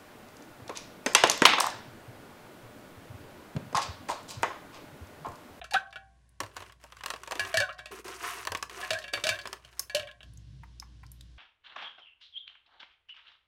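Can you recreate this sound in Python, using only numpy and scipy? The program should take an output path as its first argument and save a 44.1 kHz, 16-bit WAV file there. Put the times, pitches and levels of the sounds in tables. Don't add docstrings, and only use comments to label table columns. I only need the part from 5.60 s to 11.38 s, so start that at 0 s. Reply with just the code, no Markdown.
import sys
import numpy as np
from scipy import signal
from scipy.fft import rfft, irfft, next_fast_len
from scipy.io import wavfile
from scipy.ndimage import map_coordinates

SR = 44100
rng = np.random.default_rng(int(sys.argv[2]) if len(sys.argv) > 2 else 0)


def transcribe(u):
    v = np.clip(np.atleast_2d(u).T, -1, 1)
    q = np.round(v * 32767).astype(np.int16)
    wavfile.write(sys.argv[1], SR, q)


N = 254898
TIME = np.arange(N) / SR

# (time [s], level [dB], treble against it [dB], bass against it [dB])
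TRAY_KNOCKS = [(0.803, -22, -10, -13.5), (0.808, -28.5, -30.5, -6.5), (0.834, -31.5, -14, -13.5),
               (0.863, -38, -15, -22), (0.966, -29.5, -11, -14.5), (0.979, -36, -17, -25),
               (1.004, -37, -14, -17), (1.021, -36, -16.5, -10), (1.097, -40.5, -27, -24),
               (1.122, -44.5, -10.5, -34), (1.239, -41, -10.5, -8.5), (1.322, -33.5, -17.5, -20.5),
               (1.368, -39, -13.5, -26), (1.408, -32.5, -22, -31), (1.436, -26, -14.5, -20),
               (1.46, -23, -9, -18.5), (1.482, -31.5, -15, -19), (1.503, -21, -12, -21.5),
               (1.537, -28, -15.5, -12), (1.561, -34.5, -14, -24), (1.634, -32, -12, -27),
               (1.675, -29, -14.5, -12), (1.71, -26.5, -11.5, -12), (1.72, -23, -12.5, -11.5),
               (1.754, -29, -13, -11.5), (2.446, -56, -16, -13), (2.481, -33.5, -8.5, -14),
               (2.851, -31.5, -8.5, -15.5), (2.871, -19, -13, -16.5), (2.919, -24, -10, -11.5),
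               (2.949, -18.5, -17, -20), (2.972, -35, -6, -25), (3.026, -20.5, -11.5, -19),
               (3.096, -33, -13, -22), (3.575, -26, -34, -18), (3.855, -27, -19, -14.5),
               (3.873, -31, -9.5, -21), (3.929, -24.5, -12.5, -18.5), (4.194, -33.5, 6, -19)]
# (time [s], level [dB], treble against it [dB], pitch [Hz], ring against it [dB])
CUP_CLINKS = [(0.0144, -31, -40, 2440, -12.5), (0.0423, -32.5, -15, 1390, -14.5),
              (0.1094, -38, -5, 1780, -5), (0.135, -23.5, -10, 1720, -9), (0.1404, -14, -22, 1950, -18),
              (0.1564, -19.5, -54, 1460, -13.5), (0.3267, -35.5, -22.5, 1480, -9),
              (0.3576, -29.5, -26, 1417, -10), (1.7948, -16.5, -13.5, 1640, -10),
              (1.9415, -17.5, -14, 1520, -10.5), (1.9709, -14, -10, 1750, -14.5),
              (2.0014, -17, -12.5, 1520, -7), (2.0198, -23, -21, 1570, -39.5), (2.0916, -33, -30, 1210, 1),
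              (2.1904, -29, -22.5, 1612, -10), (2.2573, -30, -16, 2530, -11),
              (3.2266, -32.5, -31, 1670, 5.5), (3.3054, -14, -15, 3750, -13.5),
              (3.3318, -20.5, -13, 2400, -10), (3.3874, -30.5, -10.5, 1610, -17),
              (3.4401, -30.5, -19.5, 2660, -5), (3.4795, -33, -17, 1767, -4), (3.5354, -16, -16, 2330, -10),
              (3.6386, -15.5, -13, 3600, -12.5), (3.6681, -14.5, -13, 2800, -16.5),
              (3.69, -14, -11.5, 2630, -8.5), (3.7888, -29, -17.5, 1660, -6.5),
              (4.0482, -38, -15, 3060, -20.5), (4.2966, -33, -14, 1560, -5.5),
              (4.348, -16, -9.5, 3020, -12.5), (4.3674, -20.5, -17, 2970, -34),
              (4.3954, -23.5, -19.5, 2920, -9), (4.4717, -35.5, -22, 3220, -5.5),
              (4.4884, -36, -34, 1600, -9.5), (4.6059, -38, -31, 3070, -12),
              (4.6294, -38.5, -17.5, 3050, -24)]
# (time [s], level [dB], pitch [Hz])
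ICE_TICKS = [(0.692, -52.5, 10020), (4.197, -19.5, 6740), (4.736, -52, 10400), (4.774, -46, 6680),
             (5.1991, -29, 5070), (5.465, -47.5, 5240), (5.5175, -37.5, 10900), (5.6097, -38, 3480)]
# (time [s], peak [dB])
TABLE_THUDS = [(0.816, -46), (0.976, -52.5), (1.804, -47), (1.964, -38), (2.891, -44.5), (3.311, -48),
               (3.548, -51), (3.691, -44), (4.378, -50.5)]
# (time [s], level [dB])
MILK_BLIPS = [(5.033, -39.5), (5.222, -38.5), (5.432, -40.5)]
# (pitch [Hz], level [dB], time to fall 60 dB [s])
CUP_MODES = [(708, -6.5, 1), (794, -7.5, 0.96), (1082, -4, 0.36), (1111, -15.5, 1), (1497, -11, 0.13),
             (1580, -6.5, 0.53), (1687, 7, 0.19), (1884, -2.5, 0.28), (2220, -13.5, 0.29),
             (2317, 4.5, 0.19), (2380, -16.5, 0.13), (2730, -3, 0.19), (2826, -2, 0.12), (3140, -13, 0.25),
             (3630, -9, 0.2), (3800, -17, 0.24), (4480, 3, 0.085), (4830, -26, 0.34), (6100, -22, .26),
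             (6800, -26.5, 0.14)]
# (pitch [Hz], width [Hz], level [dB])
TRAY_MODES = [(398, 42.8, -14), (1104, 150, 23), (1600, 830, 16), (2860, 620, 19), (4040, 80, -24.5),
              (5210, 108, -50), (5950, 100, -1.5), (7600, 314, 8.5)]
# (frequency [Hz], relative level [dB])
PLASTIC_COLOUR = [(88, -38), (150, -20.5), (494, -5), (545, -2.5), (774, -6), (1080, -2), (1450, -1.5),
                  (1600, 2.5), (2360, -5), (2760, -1), (3550, -8.5), (8400, -17.5), (16000, -28.5)]
# (frequency [Hz], relative level [dB])
ICE_COLOUR = [(280, -43.5), (480, -8.5), (644, 6), (985, -18), (1770, -6), (2080, -23), (2270, -11),
              (2750, -6), (3000, -7), (10600, -23), (16000, -39.5)]
# (frequency [Hz], relative level [dB])
GRIT_COLOUR = [(350, -56.5), (600, -42.5), (688, 5), (812, -10.5), (1080, 8.5), (1510, -10.5),
               (2680, -11.5), (4400, -12), (5950, -11.5), (6550, -11.5), (10500, -15), (14500, -22),
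               (16000, -27)]
# (frequency [Hz], relative level [dB])
FLEX_COLOUR = [(76, -66.5), (130, -28), (205, -8), (247, -13.5), (387, 5), (591, -13), (700, -18.5),
               (910, -23), (1540, -120)]
# (frequency [Hz], relative level [dB])
STILL_AIR_COLOUR = [(15, -26.5), (25, -31), (74, -4.5), (489, -26.5), (641, -23), (775, -25), (863, -34),
                    (1100, -18.5), (1230, -40.5), (1520, -23), (2050, -29), (10100, -37.5), (16000, -76.5)]
# (frequency [Hz], relative level [dB])
STREAM_COLOUR = [(180, -37), (300, 0.5), (412, -17), (470, -13.5), (856, -25), (961, -21.5), (1120, -22),
                 (1660, -18.5), (2400, -20), (2930, -13), (4370, -15.5), (5430, -16.5), (16000, -57)]
# (frequency [Hz], relative level [dB])
RUMBLE_COLOUR = [(40, -32), (75, -3), (105, 8), (145, 2.5), (190, -8), (280, -13.5), (450, -33), (900, -62)]
# (frequency [Hz], relative level [dB])
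BUMP_COLOUR = [(70, -23.5), (150, 4.5), (230, -4.5), (450, -8.5), (900, -33.5)]
# (time [s], scraping [dB], tray body [dB])
SLIDES = [
    [(0.82, -77, -73), (0.848, -64.5, -84), (0.928, -74.5, -72), (0.966, -62.5, -68), (1.082, -67, -69.5),
     (1.17, -94, -88)],
    [(1.2, -69.5, -78), (1.34, -72.5, -83), (1.524, -68.5, -81), (1.648, -70, -69.5), (1.878, -51, -54.5),
     (1.94, -60, -69)],
    [(2.87, -77, -68), (2.964, -70, -66), (3.1, -74, -68)],
    [(3.1, -60.5, -62), (3.206, -50.5, -51), (3.334, -60.5, -76.5), (3.5, -76, -72)],
    [(3.53, -52, -53), (3.62, -62, -62), (3.748, -57.5, -67), (3.8, -71, -71)],
    [(3.8, -77, -71), (3.844, -65.5, -62), (3.96, -69, -57), (4.002, -77.5, -83), (4.214, -66.5, -69),
     (4.28, -84, -73.5)],
]
# (time [s], scraping [dB], tray body [dB])
PUSHES = [
    [(2.31, -70, -45), (2.316, -46.5, -60), (2.348, -56.5, -41), (2.368, -56, -58), (2.398, -56, -49.5),
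     (2.42, -70, -71)],
    [(2.445, -52, -50), (2.479, -51.5, -49), (2.597, -57, -62.5), (2.635, -44.5, -51), (2.693, -44, -49),
     (2.845, -54.5, -61.5)],
]
# (time [s], churning [dB])
POUR = [(4.66, -48.5), (4.74, -58), (4.784, -52), (5.192, -58), (5.22, -54), (5.78, -62.5)]
# (time [s], level [dB])
HUM = [(0, -54.5), (0.25, -73), (0.4, -64), (4.62, -64), (4.66, -52.5), (5.78, -52.5)]
# (frequency [Hz], time to fall 60 dB [s])
ROOM_DECAY = [(200, 0.38), (1200, 0.28), (5000, 0.19), (14000, 0.21)]
BAND_EDGES_HZ = [150, 1000, 4000, 9000, 17000]
# (time [s], fill [0-1])
FILL = [(1.9, 0.15), (2.0, 0.64), (3.25, 0.58), (3.35, 1), (4.35, 0.88)]
# (time [s], start pitch [Hz], level [dB])
GULPS = [(0.141, 750, -19.5), (1.939, 633, -22), (2.001, 575, -28), (3.306, 630, -31), (3.643, 616.6, -30),
         (4.344, 587, -24)]
# (time [s], start pitch [Hz], pitch ratio over one glide [x], level [dB])
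GLIDING_NOTES = [(0.014, 728, 0.89, -37), (0.04, 1235, 1.3, -44.5), (0.12, 770, 1.2, -33.5),
                 (0.146, 1140, 1.39, -23), (0.161, 1494, 1.084, -17), (0.358, 1388, 1.14, -38),
                 (1.975, 1833, 0.94, -23), (2.014, 1597, .91, -25), (2.084, 1082, 1.5, -37.5),
                 (3.343, 1526, 1.18, -33), (3.712, 1470, 1.21, -32)]
# (pitch [Hz], level against the knock [dB], time to fall 60 dB [s])
WALL_NOTE = (1075, -11.5, 0.055)

# (delay [s], level change [dB])
TIP_IN_TRAY, TIP_IN_CUP = (0.0062, -17.5), (0.011, -13.5)
GULP_GLIDE, SPRAY_GLIDE = 1.04, 1.25
SPRAY_CYCLES = 31
BOB_S, BOB_PITCH, BOB_DB, BOB_FULL_DB = 0.082, 0.96, -29.5, 13.5
AIR_GLIDE_S, AIR_GLIDE_FULL_S = 0.016, 0.042
SLIDE_DB, PUSH_DB = 7, 8
SLIDE_FLEX_DB, PUSH_FLEX_DB = 2.5, 1
TOP_HZ = 16200


def amp(db):
    return 10 ** (np.asarray(db) / 20)


def unit(x):
    return x / np.sqrt(np.mean(x ** 2) + 1e-20)


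def along(points, hz):
    f, v = np.transpose(points)
    return np.interp(np.log(hz + 1), np.log(f + 1), v)


def curves(rows):
    s, *cols = np.transpose(rows)
    return [np.interp(TIME, s, c) for c in cols]


def between(start, end, fade):
    return np.clip(np.minimum(TIME - start, end - TIME) / fade + 1, 0, 1)


def wobble(rate, size=N):
    points = rng.standard_normal(int(size * rate / SR) + 4)
    return map_coordinates(points, [np.arange(size) * rate / SR])


def filtered(x, response):
    m = next_fast_len(len(x) + 4096)
    hz = np.fft.rfftfreq(m, 1 / SR)
    return irfft(rfft(x, m) * response(hz), m)[:len(x)]


def noise(spectrum, size=N):
    return unit(filtered(rng.standard_normal(size), lambda hz: amp(along(spectrum, hz))))


def add(track, s, sound):
    part = track[max(round(s * SR), 0):][:len(sound)]
    part += sound[:len(part)]


def swell(u):
    return u * np.exp(1 - u)


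def favour(hz, pitch_hz, octaves):
    return 1 / (1 + (np.log2((hz + 1) / pitch_hz) / octaves) ** 2)


def fill_at(s):
    return np.clip(np.interp(s, *np.transpose(FILL)), 0, 1)


def landing(s, db, tip):
    delay, change_db = tip
    return [(s, db), (s + delay * rng.uniform(0.7, 1.3), db + change_db)]


def contact(spectrum, pitch_hz, band_db, band_t60, tail_db, tail_t60, rise, pitch_db=8):
    t = np.arange(SR // 6) / SR
    burst = noise(spectrum, size=len(t))
    out = np.zeros(len(t))
    for lo, hi, db, t60 in zip(BAND_EDGES_HZ, BAND_EDGES_HZ[1:], band_db, band_t60):
        def band_gain(hz):
            return (hz >= lo) * (hz < hi) * amp(pitch_db * favour(hz, pitch_hz, octaves=0.12))

        band = filtered(burst, band_gain)
        band /= np.std(band[:SR // 200])
        crack = amp(-60 * t / t60)
        shudder = amp(tail_db - 60 * t / tail_t60)
        out += amp(db) * band * (crack + shudder)
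    return out * (1 - np.exp(-t / rise))


def background(hum_hz=59.6, floor_db=-71, drone_db=-69):
    hum = np.sin(2 * np.pi * hum_hz * TIME + 0.12 * wobble(5))
    drone = noise([(60, -41.5), (100, 6.0), (118, 4.0), (150, -3.5), (220, -12.5), (400, -60.0)])
    hum_db, = curves(HUM)
    return amp(hum_db) * unit(hum) + amp(drone_db) * drone + amp(floor_db) * noise(STILL_AIR_COLOUR)


def kitchen(x):
    hz, t, z = signal.stft(rng.standard_normal(SR // 2), SR, nperseg=256)
    fade = amp(-60 * t / along(ROOM_DECAY, hz)[:, None])
    tail = signal.istft(z * fade, SR, nperseg=256)[1]
    tail = np.pad(tail / np.linalg.norm(tail), (SR // 200, 0))
    return signal.fftconvolve(x, tail)[:N]


def thuds(table_hz=99, rise=0.024):
    out, t = np.zeros(N), np.arange(SR // 4) / SR
    for s, db in TABLE_THUDS:
        note = np.sin(2 * np.pi * table_hz * rng.normal(1, 0.046) * t)
        add(out, s, amp(db) * swell(t / rise) ** 2 * note)
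    return out


def bumps(below_db=-33, rise=0.0053):
    out, t = np.zeros(N), np.arange(SR // 8) / SR
    for s, db, *_ in CUP_CLINKS:
        add(out, s, amp(db + below_db) * swell(t / rise) * noise(BUMP_COLOUR, size=len(t)))
    return out


def ice_ticks(t60=0.015, width=0.072):
    out, t = np.zeros(N), np.arange(SR // 20) / SR
    for s, db, hz in ICE_TICKS:
        def focus(f):
            peak = 1 / np.hypot(width, np.log((f + 1) / hz))
            return (f / (f + hz)) ** 2 * peak / (1 + (f / 12000) ** 6)

        tick = unit(filtered(rng.standard_normal(len(t)), focus))
        add(out, s, amp(db - 3.5 - 60 * t / t60) * tick)
    return out


def milk(blip_hz=1050, hiss_db=-70.0):
    churn_db, = curves(POUR)
    out = amp(churn_db - 0.2 + 1.7 * wobble(12)) * noise(RUMBLE_COLOUR) + amp(hiss_db) * noise(STREAM_COLOUR)
    out *= between(POUR[0][0], TIME[-1], fade=0.03)
    t = np.arange(SR // 20) / SR
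    colour = [(600, -35), (blip_hz * 0.78, -2), (blip_hz, 0), (1400, -9), (1900, -6), (2600, -14), (3500, -35)]
    for s, db in MILK_BLIPS:
        add(out, s, amp(db - 8.5) * swell(t / 0.0032) * noise(colour, size=len(t)))
    return out


def slips(rate, spread_db, smooth):
    size = rng.standard_normal(N) * amp(spread_db * np.minimum(rng.exponential(size=N), 3))
    jerks = unit((rng.random(N) < rate / SR) * size)
    return unit(jerks + smooth * rng.standard_normal(N))


def tray_response(f):
    total = 0
    for k, (centre, width, db) in enumerate(TRAY_MODES):
        resonance = 1j * f * width / (centre * centre - f * f + 1j * f * width)
        total = total + (-1) ** k * amp(db) * resonance
    return total * f / (f + 600)


def tray_slides(grain_rate=1300, spread_db=4, smooth=0.87, body_db=-2, catch_rate=60, catch_size=19):
    grit_level, body_level = np.zeros(N), np.zeros(N)
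    for strokes, grit_db, flex_db in ((SLIDES, SLIDE_DB, SLIDE_FLEX_DB), (PUSHES, PUSH_DB, PUSH_FLEX_DB)):
        for rows in strokes:
            scrape_db, shell_db = curves(rows)
            gate = between(rows[0][0], rows[-1][0], fade=0.002)
            grit_level += gate * amp(grit_db + scrape_db)
            body_level += gate * amp(flex_db + shell_db)
    force = np.zeros(N)
    for lo, hi in zip(BAND_EDGES_HZ, BAND_EDGES_HZ[1:]):
        rub = slips(grain_rate, spread_db, smooth) * amp(2.24 * wobble(90))
        force += filtered(rub, lambda hz: (hz >= lo) & (hz < hi))
    loose = 1 - 0.75 * sum(between(rows[0][0], rows[-1][0], fade=0.006) for rows in PUSHES)
    catches = (rng.random(N) < catch_rate / SR) * rng.uniform(0.65, 1, N)
    force = force + catches * catch_size * loose
    scrape = unit(filtered(force, lambda hz: amp(along(GRIT_COLOUR, hz))))
    body = unit(filtered(force, tray_response))
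    flex = unit(noise(FLEX_COLOUR) * amp(3.5 * wobble(50)))
    return grit_level * unit(scrape + amp(body_db) * body) + body_level * flex


def chatter(per_s=42, over_db=4, spread_db=7, low_db=-12, treble_db=-3, air_db=-15, pitch_hz=3600):
    out = np.zeros(N)
    band_t60 = [0.083, 0.066, 0.024, 0.012]
    for rows in SLIDES:
        times, scrape_db, _ = np.transpose(rows)
        for slot in np.arange(times[0], times[-1] - 1 / per_s, 1 / per_s):
            s = slot + rng.random() / per_s
            db = np.interp(s, times, scrape_db) + SLIDE_DB + over_db + spread_db * (2 * rng.random() - 1)
            band_db = db + np.array([low_db, 0, treble_db, air_db])
            tap_hz = pitch_hz * 2 ** (rng.random() - 0.5)
            add(out, s, contact(PLASTIC_COLOUR, tap_hz, band_db, band_t60,
                                tail_db=-42, tail_t60=0.05, rise=0.00014))
    return out


def tray_knocks(low_db=1, body_db=-6, treble_db=8.5, air_db=3.0, air_grows=1.5, pitch_hz=1080):
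    out, t = np.zeros(N), np.arange(SR // 8) / SR
    band_t60 = [0.071, 0.034, 0.011, 0.016]
    note_hz, note_db, note_t60 = WALL_NOTE
    for start, level_db, treble, bass in TRAY_KNOCKS:
        colour_db = np.array([bass + low_db, body_db, treble + treble_db, air_grows * treble + air_db])
        for s, db in landing(start, level_db, TIP_IN_TRAY):
            add(out, s, contact(PLASTIC_COLOUR, pitch_hz, db + colour_db, band_t60,
                                tail_db=-25, tail_t60=0.071, rise=0.0007))
        note = np.sin(2 * np.pi * note_hz * rng.normal(1, 0.037) * t)
        add(out, start, amp(level_db + note_db - 60 * t / note_t60) * note)
    return out


def jostle(below_db=-24, tick_hz=3300, t60=0.042, lasts=0.2, count=3):
    out, t = np.zeros(N), np.arange(SR // 20) / SR
    for s, db, *_ in CUP_CLINKS:
        if db > -20:
            for when, size in rng.random((count, 2)):
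                pitch_hz = tick_hz * 2 ** (size - 0.5)
                tap = unit(filtered(rng.standard_normal(len(t)), lambda hz: favour(hz, pitch_hz, octaves=0.3)))
                fade = amp(db + below_db - 9.4 * when - 60 * t / t60)
                add(out, s + 0.018 + lasts * when, (0.083 + fill_at(s)) * fade * tap)
    return out


def cup_ring(fill, bright_db, pitch_hz, scatter_db=3, sink=0.17, pitch_db=7.5, octaves=0.07, damping=0.92):
    t = np.arange(SR * 3 // 5) / SR
    slosh = 0.0035
    out = np.zeros(len(t))
    for (hz, db, t60), (gain, detune) in zip(CUP_MODES, rng.standard_normal((len(CUP_MODES), 2))):
        loaded_hz = hz / (1 + sink * fill * (760 / hz) ** 5)
        bend = slosh * (detune + np.sin(2 * np.pi * (7 * t + rng.random())))
        level_db = db + scatter_db * gain + bright_db * max(np.log2(hz / 1400), 0)
        level_db += pitch_db * favour(hz, pitch_hz, octaves)
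        wet_t60 = t60 / (1 + damping * fill * (1000 / hz) ** 2)
        note = np.sin(2 * np.pi * loaded_hz * np.cumsum(1 + bend) / SR)
        out += amp(level_db - 60 * t / wet_t60) * note
    return out * (1 - np.exp(-t / 0.0017))


def cup_clinks(hardness=0.6, dull_db=-17, low_db=-17, body_db=-6.0, treble_db=5, air_db=-8):
    out = np.zeros(N)
    band_t60 = [0.024, 0.024, 0.015, 0.026]
    for start, level_db, treble, pitch_hz, ring_db in CUP_CLINKS:
        colour_db = np.array([low_db, body_db, treble + treble_db, treble + air_db])
        for s, db in landing(start, level_db, TIP_IN_CUP):
            add(out, s, contact(ICE_COLOUR, pitch_hz, db + colour_db, band_t60,
                                tail_db=-16, tail_t60=0.12, rise=0.0008))
        ring = cup_ring(fill_at(start), hardness * (treble - dull_db), pitch_hz)
        add(out, start, amp(level_db + ring_db - 13) * ring)
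    return out


def gliding_note(start_hz, end_hz, length, waver):
    t = np.arange(SR // 5) / SR
    glide = np.minimum(t / length, 1.4)
    hz = (start_hz + (end_hz - start_hz) * glide) * (1 + waver * wobble(150, size=len(t)))
    soft_start = 1 - np.exp(-(t / 0.003) ** 2)
    return soft_start * swell(t / (0.24 * length)) * np.sin(2 * np.pi * np.cumsum(hz) / SR)


def plops(waver=0.014, spray_db=-19, spray_hz=2700, count=5):
    out = np.zeros(N)
    plunges = [(s, hz, GULP_GLIDE, db) for s, hz, db in GULPS]
    bobs = [(s + BOB_S, hz * BOB_PITCH, GULP_GLIDE, db + BOB_DB + BOB_FULL_DB * fill_at(s)) for s, hz, db in GULPS]
    for s, start_hz, glide, db in plunges + bobs + GLIDING_NOTES:
        length = AIR_GLIDE_S + AIR_GLIDE_FULL_S * fill_at(s)
        add(out, s, amp(db) * gliding_note(start_hz, start_hz * glide, length, waver))
        for when, size in rng.random((count, 2)):
            hz = spray_hz * 4 ** (size - 0.5)
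            tiny = gliding_note(hz, SPRAY_GLIDE * hz, SPRAY_CYCLES / hz, waver)
            add(out, s + 0.035 * when, amp(db + spray_db - 21 * when) * tiny)
    return out


def scene():
    tray = tray_knocks() + tray_slides() + chatter()
    cup = cup_clinks() + jostle() + plops() + ice_ticks() + milk()
    near = tray + cup + thuds() + bumps()
    return (near + amp(-12.5) * kitchen(near) + background())[None]


def record(dry):
    return np.array([filtered(channel, lambda hz: 1 / (1 + (hz / TOP_HZ) ** 120)) for channel in dry])


dry = scene()
out = record(dry)
transcribe(out)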